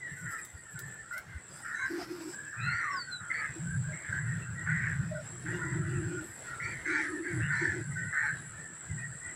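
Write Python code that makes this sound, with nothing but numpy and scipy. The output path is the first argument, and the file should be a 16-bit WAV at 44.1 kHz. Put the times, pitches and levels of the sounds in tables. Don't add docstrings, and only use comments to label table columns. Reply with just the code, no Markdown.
import sys
import numpy as np
from scipy import signal
from scipy.fft import rfft, irfft
from scipy.io import wavfile
from scipy.ndimage import uniform_filter1d

SR = 44100
rng = np.random.default_rng(int(sys.argv[2]) if len(sys.argv) > 2 else 0)


def ratio_of_db(decibels):
    return 10 ** (np.asarray(decibels, float) / 20)


def generate_wav(sig):
    pcm = np.round(np.clip(np.atleast_2d(sig).T, -1, 1) * 32767).astype(np.int16)
    wavfile.write(sys.argv[1], SR, pcm)


N = 412335
TIME = np.arange(N) / SR


def rms_one(x):
    return x / np.sqrt(np.mean(x ** 2) + 1e-20)


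def in_time(rows):
    s, *columns = np.transpose(rows)
    return [np.interp(TIME, s, c) for c in columns]


def drift(rate):
    r = np.exp(-80 * np.pi * rate / SR)
    slow = signal.lfilter([1], [1, -2 * r, r * r], rng.standard_normal(N // 40 + 2002))[2000:]
    return np.interp(np.arange(N) / 40, np.arange(len(slow)), rms_one(slow))


def coloured(spectrum):
    hz, level_db = np.transpose(spectrum)
    grid = np.log(np.fft.rfftfreq(N, 1 / SR) + 1)
    gain = ratio_of_db(np.interp(grid, np.log(hz), level_db))
    return rms_one(irfft(rfft(rng.standard_normal(N)) * gain, N))


def resonate(x, hz, width_hz, even=0.):
    turn = np.exp(2j * np.pi * np.cumsum(np.broadcast_to(hz, x.shape)) / SR)
    base = signal.lfilter(*signal.butter(3, width_hz / 2, fs=SR), x / turn)
    evened = base / (np.abs(base) + 1e-9) ** even
    return rms_one((evened * turn).real)


def rasp(per_s, breath, jitter, duty):
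    cycles = np.cumsum(per_s * (1 + jitter * drift(25))) / SR
    clicks = (np.diff(np.floor(cycles), prepend=0) > 0) * ratio_of_db(2.1 * drift(52))
    puffs = rng.standard_normal(N) * np.exp(-(cycles % 1) / duty)
    breath = np.clip(breath, 0, 1)
    return (1 - breath) * rms_one(clicks) + breath * rms_one(puffs)


def kind(table, glide, width_hz):
    return [(s, s + length, hz * (1 - glide / 2), hz * (1 + glide / 2), width_hz, level_db)
            for s, length, hz, level_db in table]


def notes(rows, source, attack_s, even, sag=0., bend=0.82):
    out = np.zeros(N)
    for start, end, first_hz, last_hz, width_hz, level_db in rows:
        a, b = max(round(start * SR), 0), min(round(end * SR), N)
        age = np.arange(b - a) / SR
        progress = age / age[-1]
        shape = np.clip(np.minimum(age / attack_s, (age[-1] - age) / (0.37 * age[-1])), 0, 1)
        curve = bend if last_hz > first_hz else 1 / bend
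        hz = first_hz + (last_hz - first_hz) * progress ** curve
        arched_hz = hz * (1 - sag * (2 * progress - 1) ** 2)
        out[a:b] += ratio_of_db(level_db) * shape * resonate(source[a:b], arched_hz, width_hz, even)
    return out


def bursts(tables):
    gains = np.zeros((len(tables[0][0]) - 1, N))
    for rows in tables:
        s, *levels_db = np.transpose(rows)
        span = slice(round(s[0] * SR), round(s[-1] * SR))
        t = TIME[span]
        edges = np.clip(np.minimum(t - s[0], s[-1] - t) / 0.015, 0, 1)
        gains[:, span] += edges * ratio_of_db(np.array([np.interp(t, s, level) for level in levels_db]))
    return gains


def swells(table, swell_db, fade_db):
    return bursts([[(start, *np.subtract(peak_db, swell_db)),
                    (top, *peak_db),
                    (end, *np.subtract(peak_db, fade_db))]
                   for start, top, end, *peak_db in table])


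def flock():
    # start_s, length_s, middle_pitch_hz (top pitch for arches), level_db
    falls = [
        (0, 0.13, 1890, -44.5),
        (.163, 0.31, 1384, -47.5),
        (2.831, 0.19, 1120, -38.5),
        (2.912, .14, 1477, -40.5),
        (3.012, 0.41, 1420, -53),
        (4.69, 0.27, 1817, -39),
        (5.821, 0.197, 1430, -49),
        (7.248, 0.13, 1555, -42.5),
    ]
    croaks = [
        (.06, 0.31, 1880, -52),
        (.256, 0.2, 1800, -42),
        (2.668, 0.33, 1880, -41),
        (4.387, 0.43, 1500, -50),
        (6.594, 0.27, 1939, -42),
        (7.497, 0.22, 1946, -38.5),
        (8.12, .29, 1663, -35),
    ]
    murmurs = [(6.46, .11, 1870, -48), (5.47, .04, 880, -56), (6.08, .13, 2400, -62), (8.12, .1, 1280, -47),
               (8.24, .1, 1300, -49), (7.9, .07, 1290, -56), (7.86, .06, 1550, -52), (8.13, .2, 1800, -40),
               (2.69, .24, 2050, -45), (2.72, .2, 1850, -44), (3.3, .2, 1720, -43), (7.5, .2, 940, -58),
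               (.38, 0.033, 2410, -55), (.56, 0.064, 1880, -53), (.65, 0.13, 1740, -55),
               (.76, .04, 2140, -58), (1.27, 0.18, 2050, -57.5), (1.28, 0.11, 1560, -54),
               (2.45, .05, 2644, -62), (7.08, .14, 1817, -47.5), (1.12, 0.11, 610, -61.5),
               (1.62, 0.071, 1840, -49.5), (1.785, .11, 1060, -50.5), (2.57, 0.11, 1353, -43),
               (2.9, 0.053, 2710, -60.5), (2.95, 0.085, 2000, -58), (3.21, 0.15, 1386, -47),
               (3.4, 0.24, 2500, -64), (3.88, 0.062, 604, -54), (4.0, .05, 595, -60),
               (4.27, .16, 1845, -47.5), (4.41, 0.048, 2670, -54), (6.64, 0.075, 900, -59),
               (6.88, .12, 1170, -52), (7.59, 0.12, 923, -58), (8.4, .15, 1890, -58), (8.4, .11, 1545, -56),
               (8.88, 0.068, 2000, -51), (8.89, .14, 1570, -55), (9.12, .07, 1860, -55),
               (9.2, .13, 1464, -55), (9.24, .08, 2400, -62.5), (2.76, 0.19, 4130, -64),
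               (8.53, 0.27, 1770, -50.5)]
    holds = [(.74, .08, 1450, -47), (.762, 0.33, 1763, -49), (1.694, 0.12, 1800, -44),
             (1.77, 0.12, 2130, -46.5), (2.645, 0.22, 1405, -36), (3.065, 0.11, 1520, -42.5),
             (3.367, 0.12, 1290, -45.5), (4.545, 0.21, 1872, -44), (4.665, 0.093, 1497, -36.5),
             (5.141, 0.086, 1460, -47.5), (5.597, 0.082, 1430, -41), (5.84, 0.17, 1930, -50),
             (6.04, 0.23, 1456, -47.5), (6.457, 0.31, 1400, -49), (6.867, 0.17, 1430, -39),
             (6.943, .35, 1768, -47.5), (7.024, 0.14, 1280, -48.5), (7.51, 0.25, 1778, -35),
             (7.948, 0.2, 1500, -44), (8.965, 0.12, 1883, -41)]
    rises = [(1.104, .11, 1460, -42), (1.635, 0.25, 1405, -43.5), (1.778, .12, 1595, -36.5),
             (2.32, 0.34, 1680, -49), (3.292, 0.051, 2055, -36), (3.641, .17, 1585, -44.5),
             (3.828, 0.13, 1596, -49), (4.115, 0.12, 1595, -37.5), (5.481, 0.083, 1870, -43),
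             (5.56, 0.28, 950, -55.5), (7.482, 0.12, 1516, -35.5), (7.719, 0.25, 1546, -53),
             (7.894, 0.13, 2000, -54.5), (7.964, 0.32, 1950, -41.5), (9.202, 0.2, 1935, -48)]
    sweeps = [
        (2.565, .21, 2540, -47.5),
        (2.6, 0.18, 4020, -51),
        (7.41, 0.085, 2700, -51.5),
        (1.114, 0.104, 2000, -46),
    ]
    squawks = [(1.637, 0.43, 1710, -44), (2.527, 0.084, 1540, -45), (2.577, 0.47, 1710, -41.5),
               (3.196, 0.098, 1510, -44), (3.294, 0.25, 1850, -37), (3.913, 0.23, 1835, -47),
               (4.037, 0.48, 1683, -45.5), (4.652, 0.34, 1773, -35), (4.867, 0.26, 1660, -48),
               (5.45, 0.16, 1693, -41), (5.58, .3, 1600, -46), (5.801, 0.45, 1606, -49),
               (5.828, 0.49, 2640, -65), (6.845, 0.29, 1784, -34.5), (7.235, 0.25, 1750, -43),
               (7.395, 0.48, 1733, -39), (8.16, 0.16, 1602, -39), (8.39, 0.16, 1680, -57)]
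    arches = [(5.58, .27, 1960, -45), (2.68, 0.23, 2245, -49), (3.292, 0.19, 2207, -43),
              (3.92, 0.19, 2220, -52), (4.66, .3, 2320, -54), (6.597, 0.19, 2320, -45),
              (6.853, 0.24, 2295, -41), (7.5, 0.26, 2255, -50), (8.15, .22, 2200, -44.5),
              (7.22, .16, 2180, -50)]
    voice, harsh = rasp(95, 0.59, .12, 0.59), rasp(150, .36, .045, .8)
    other_voice = voice[::-1]
    near = notes(kind(rises, 0.08, 150) + kind(holds, -0.032, 113), voice, 0.016, 0.35)
    near = near + notes(kind(falls, -.2, 88), voice, .016, .6, bend=1.0)
    near = near + notes(kind(squawks, 0.0055, 530) + kind(croaks, 0.021, 370), harsh, 0.014, 0.27)
    near = near + notes(kind(arches, -.02, 152), harsh, 0.0092, 0.26, sag=.14)
    near = near + notes(kind(sweeps, 0.18, 170), other_voice, 0.017, 0.24, bend=.5)
    near = near + notes(kind(murmurs, -0.034, 101), other_voice, 0.016, 0.37)
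    far = crowd(1334, 2070, 130, -73, count=260)
    high_streaks = crowd(2400, 9200, 120, -88, count=230)
    return near + barks() + far + high_streaks


def crowd(low_hz, high_hz, width_hz, level_db, count):
    draws = rng.random((count, 5))
    starts = 9.2 * draws[:, 0]
    ends = starts + 0.067 + 0.12 * draws[:, 2]
    pitches = low_hz * (high_hz / low_hz) ** draws[:, 1]
    last_pitches = pitches * (1 + 0.066 * (draws[:, 3] - .5))
    rows = np.transpose([starts, ends, pitches, last_pitches, width_hz + 0 * starts, level_db + 15.8 * draws[:, 4]])
    return notes(rows, rasp(110, 1.0, .15, 0.42), 0.0096, 0.067)


def crickets():
    # time_s, near_db, far_db
    group_levels = [(0, -58, -79), (.36, -53, -61), (.55, -58, -66.5), (.85, -50, -77), (1.17, -57, -77),
                    (1.28, -69, -83), (1.53, -51, -64), (1.85, -57, -69), (2.08, -69, -81),
                    (2.33, -51, -68), (2.7, -55, -75), (3.67, -50, -66), (4.9, -54.5, -74),
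                    (5.36, -51.5, -66.5), (7.29, -50.5, -63.5), (8.44, -51, -64.5), (8.75, -50.5, -72.5),
                    (9.35, -49, -59.5)]
    # time_s, pitch_hz
    far_pitch = [(0.0, 9370), (0.75, 9320), (2.08, 9410), (2.63, 9250), (4.32, 9380), (5.18, 9310),
                 (5.75, 9460), (6.48, 9370), (9.35, 9260)]
    # start_s, length_s, middle_pitch_hz, level_db
    stray_buzzes = [
        (3.2, .95, 8770, -74),
        (8.0, 0.68, 9680, -64.5),
        (8.87, 0.5, 8543, -62),
    ]
    near_db, far_db = in_time(group_levels)
    near = resonate(rasp(66.2, .95, .004, .75), 7800, 600)
    near = near + 0.7 * resonate(rasp(62.5, 0.86, 0.0066, 1.0), 7505, 460)
    strokes = rasp(60.7, .95, .004, .5)
    far = resonate(strokes, in_time(far_pitch)[0], 470)
    shrill = resonate(rasp(58, 0.7, 0.0027, 0.74), 10800, 500)
    far = far + 0.16 * ratio_of_db(1.5 * drift(3.6)) * shrill
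    strays = notes(kind(stray_buzzes, glide=.01, width_hz=200), strokes, 0.062, 0)
    near_gain, far_gain = ratio_of_db(near_db + 1.0 * drift(0.74)), ratio_of_db(far_db + 2.4 * drift(4.8))
    return near_gain * rms_one(near) + far_gain * far + strays


def air():
    # time_s, level_db
    hiss_level = [(0.0, -74), (1.48, -72.5), (2.14, -72), (2.29, -73), (6.56, -68.5), (9.35, -72.5)]
    # pitch_hz, level_db (per Hz)
    hiss_spectrum = [(20, -47), (40, -5.5), (134, 3.5), (257, -6), (1120, -12), (1600, -3), (2580, -17.5),
                     (6300, -26), (8600, -24.5), (10100, -32), (15800, -39)]
    return ratio_of_db(in_time(hiss_level)[0] + 18 + 1.4 * drift(5.1)) * coloured(hiss_spectrum)


def gravel():
    # start_s, strongest_s, end_s, bright_db, dull_db
    shuffles = [
        (.07, .19, 0.32, -70, -90),
        (.27, .32, 0.37, -60, -65),
        (.36, .39, 0.43, -63, -68),
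        (.45, .465, 0.73, -75, -88.5),
        (1.1, 1.135, 1.2, -64, -65),
        (1.165, 1.185, 1.19, -60, -52),
        (1.46, 1.56, 2, -72, -66),
        (1.95, 2.02, 2.06, -81, -53),
        (2.3, 2.35, 3.2, -79, -75),
    ]
    # start_s, strongest_s, end_s, bright_db, dull_db
    drag = [
        (1.85, 2.3, 2.36, -68.5, -59.5),
    ]
    # pitch_hz, level_db (per Hz)
    dull_spectrum = [(600, 1), (1500, 7.5), (3500, -10), (5200, 3.5), (6800, -12), (9000, -11),
                     (11000, -36)]
    # start_s, peak_db
    snaps = [
        (0.4498, -38),
        (0.7916, -32),
        (1.18, -34.5),
    ]
    slides = swells(shuffles, swell_db=19, fade_db=15)
    bright_gain, dull_gain = slides + swells(drag, swell_db=1.5, fade_db=5)
    bright = resonate(rng.standard_normal(N), 10800, 7000)
    grit = ratio_of_db(4.5) * bright_gain * bright + ratio_of_db(7.0) * dull_gain * coloured(dull_spectrum)
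    out = ratio_of_db(1.2 * drift(30)) * grit
    crack = signal.sosfilt(signal.butter(3, 3800, "high", fs=SR, output="sos"), rng.standard_normal(N))
    for s, level_db in snaps:
        age = np.maximum(TIME - s, 0)
        snap_and_scatter = 2.7 * np.exp(-age / 0.00025) + 0.56 * np.exp(-age / 0.013)
        out += ratio_of_db(level_db - 6.5) * (TIME >= s) * snap_and_scatter * crack
    return out


def wind():
    # start_s, strongest_s, end_s, peak_db
    low_gusts = [(.107, .12, 0.16, -46.5), (.203, .253, 0.31, -39.5), (.729, .761, 0.79, -39.5),
                 (.813, .867, 0.94, -41), (1.246, 1.27, 1.35, -47.5), (2.561, 2.649, 2.77, -37.5),
                 (3.204, 3.215, 3.247, -43), (3.485, 3.495, 3.53, -42), (3.573, 3.667, 3.98, -35),
                 (4.086, 4.3, 4.55, -35), (4.48, 4.75, 5.28, -34), (5.295, 5.617, 5.93, -41),
                 (5.702, 5.966, 6.23, -34.5), (6.596, 6.642, 6.8, -42.5), (6.901, 6.915, 7, -53),
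                 (7.306, 7.388, 7.64, -33.5), (7.618, 7.918, 8.12, -37.5), (8.184, 8.224, 8.9, -55),
                 (8.316, 8.335, 8.35, -40), (8.44, 8.5, 8.1, -48), (8.863, 8.93, 9.13, -41.5),
                 (9.14, 9.155, 9.185, -48)]
    # start_s, strongest_s, end_s, peak_db
    upper_gusts = [(1.895, 1.99, 2.046, -36.5), (2.05, 2.3, 2.32, -44.5), (3.549, 3.56, 3.61, -44.5),
                   (5.3, 5.33, 5.4, -53.5), (5.445, 5.7, 5.9, -42.5), (5.876, 6.15, 6.26, -42),
                   (6.64, 6.65, 6.74, -51), (6.86, 6.91, 7.22, -38.5), (7.13, 7.34, 7.42, -38),
                   (7.502, 7.515, 7.52, -42), (7.61, 7.665, 7.7, -37), (7.71, 7.78, 7.83, -40)]
    low = resonate(rng.standard_normal(N), 136.8, 64.2, 0.39)
    low = low + 0.087 * resonate(rng.standard_normal(N), 73, 42)
    upper = resonate(rng.standard_normal(N), 334, 64.3, 0.37)
    low_gain = swells(low_gusts, swell_db=9.5, fade_db=8.5)[0] + ratio_of_db(-65.0 + 4.2 * drift(1.8))
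    upper_gain = swells(upper_gusts, swell_db=3, fade_db=6.5)[0] + ratio_of_db(-71.0 + 5.2 * drift(6.9))
    return low_gain * low + upper_gain * upper


def grip():
    # middle_s, peak_db, pitch_hz
    thumps = [
        (0.551, -35, 81),
        (1.029, -45, 60.5),
        (1.2, -43, 60),
        (1.361, -27, 76),
        (6.65, -41, 60),
        (4.929, -28, 89),
        (7.699, -24, 98),
        (8.916, -24, 94),
        (9.269, -41, 90),
    ]
    out = np.zeros(N)
    for s, level_db, hz in thumps:
        age = TIME - s
        out += ratio_of_db(level_db - 6.0) * np.exp(-(age / 0.014) ** 2) * np.sin(2 * np.pi * hz * age)
    return out


def strands():
    # start_s, length_s, middle_pitch_hz, level_db
    squeaks = [
        (.68, 0.095, 11200, -71),
        (.69, 0.065, 13000, -71),
        (.825, 0.093, 11700, -72),
        (.825, .04, 13200, -75),
        (1.356, .17, 8500, -67),
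    ]
    sinking_glides = [(.9, 0.07, 11750, -72), (1.43, 0.082, 2660, -65), (1.523, 0.16, 8650, -57.5),
                      (1.982, 0.058, 717, -46), (3.36, 0.1, 873, -57), (5.09, .15, 620, -43.5),
                      (5.58, .15, 990, -56), (5.753, 0.188, 626, -59.5), (6.93, 0.1, 886, -48),
                      (8.21, .1, 873, -50)]
    wisps = [
        (1.48, 0.18, 4940, -63),
        (1.733, .14, 6300, -60),
        (4.68, 0.25, 2220, -61),
        (7.57, 0.12, 4300, -59),
        (8.128, 0.25, 4160, -65.5),
        (8.218, .08, 5500, -66),
    ]
    overtones = [(1.72, .19, 3930, -58.5), (2.71, 0.2, 5870, -64), (2.71, .125, 4520, -59),
                 (3.33, 0.1, 4480, -53), (5.516, 0.081, 2820, -56), (5.92, 0.088, 2600, -59.5),
                 (6.61, 0.056, 5630, -59), (6.62, 0.13, 4530, -57.5), (6.63, .07, 5950, -66),
                 (6.9, .18, 4520, -64), (6.93, .17, 5420, -65), (6.89, .06, 3520, -62),
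                 (7.0, .07, 3220, -62), (7.52, .15, 4100, -60), (7.5, .17, 4550, -64),
                 (7.54, .16, 6000, -68), (7.7, .1, 4200, -65), (7.22, .1, 4500, -66),
                 (6.85, .18, 6310, -61), (6.877, 0.11, 4000, -58), (7.54, .17, 5440, -64),
                 (8.97, 0.07, 2460, -57)]
    scuff = [
        (6.203, 0.25, 11000, -65),
    ]
    tops = [
        (6.858, 0.28, 4320, -55),
        (7.508, 0.36, 4900, -62),
    ]
    thin = kind(overtones, 0.017, 130) + kind(sinking_glides, -0.04, 62) + kind(wisps, .03, 410)
    thin = thin + kind(scuff, -.05, 2520) + kind(squeaks, .09, 70)
    combed = notes(kind(tops, .05, 3900), rasp(640, .55, .03, .9), .04, 0)
    return notes(thin, rasp(90, 0.7, .12, 1.0), 0.03, 0.055) + combed + whistle()


def barks():
    # start_s, peak_db, pitch_hz
    pulses = [(1.111, -27, 1407), (1.7449, -25, 1780), (2.529, -30.5, 1650), (4.6734, -19.5, 1530),
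              (6.6004, -26, 1960), (6.8568, -29, 2030), (7.6539, -15.5, 1762), (7.6684, -26, 1756),
              (7.6915, -23, 1730), (7.7186, -26, 1715), (7.7397, -27, 1714), (8.1264, -29, 1780)]
    out = np.zeros(N)
    age = np.arange(2000) / SR
    envelope = np.minimum(age / .002, 1) * np.exp(-age / .008)
    for s, level_db, hz in pulses:
        a = round(s * SR)
        out[a:a + len(age)] += ratio_of_db(level_db - 1) * envelope * np.sin(2 * np.pi * hz * age)
    return out


def whistle():
    # time_s, pitch_hz, level_db
    path = [
        (2.895, 5730, -53),
        (2.95, 5270, -58),
        (2.999, 4560, -41.5),
        (3.045, 4430, -56),
        (3.091, 4330, -74),
        (3.134, 4050, -43),
        (3.225, 3820, -65),
    ]
    hz, level_db = in_time(path)
    sounding = np.clip(np.minimum(TIME - path[0][0], path[-1][0] - TIME) / 0.022, 0, 1)
    tone = np.sin(2 * np.pi * np.cumsum(hz * (1 + 0.003 * drift(60))) / SR)
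    return np.sqrt(2) * sounding * ratio_of_db(level_db + 2.6 * drift(37)) * tone


def scene():
    birds = flock()
    echo = ratio_of_db(-14.5) * np.roll(birds, round(.023 * SR))
    birds = birds + echo + strands()
    return (birds + crickets() + wind() + grip() + gravel() + air())[None]


def suppress(x, strength, flutter_db):
    cells = signal.stft(x, nperseg=512, noverlap=384)[2]
    power = np.abs(cells) ** 2 + 1e-20
    held = uniform_filter1d(uniform_filter1d(power, size=13, axis=-1), size=2, axis=-2)
    around = uniform_filter1d(held, size=9, axis=-2)
    hunt = uniform_filter1d(rng.standard_normal(power.shape), size=18, axis=-1)
    hunt = uniform_filter1d(hunt, size=2, axis=-2)
    gain = (held / around) ** strength * ratio_of_db(flutter_db * rms_one(hunt))
    return signal.istft(cells * gain, nperseg=512, noverlap=384)[1][..., :N]


def roll_off(x):
    return signal.sosfilt(signal.butter(12, 15910, fs=SR, output="sos"), x)


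def record(dry):
    cut = signal.sosfilt(signal.butter(2, 48, "high", fs=SR, output="sos"), dry)
    cut = signal.sosfilt(signal.ellip(10, .5, 70, 15800, fs=SR, output="sos"), cut)
    return roll_off(suppress(cut, strength=0.034, flutter_db=2.67))


dry = scene()
out = record(dry)
generate_wav(out)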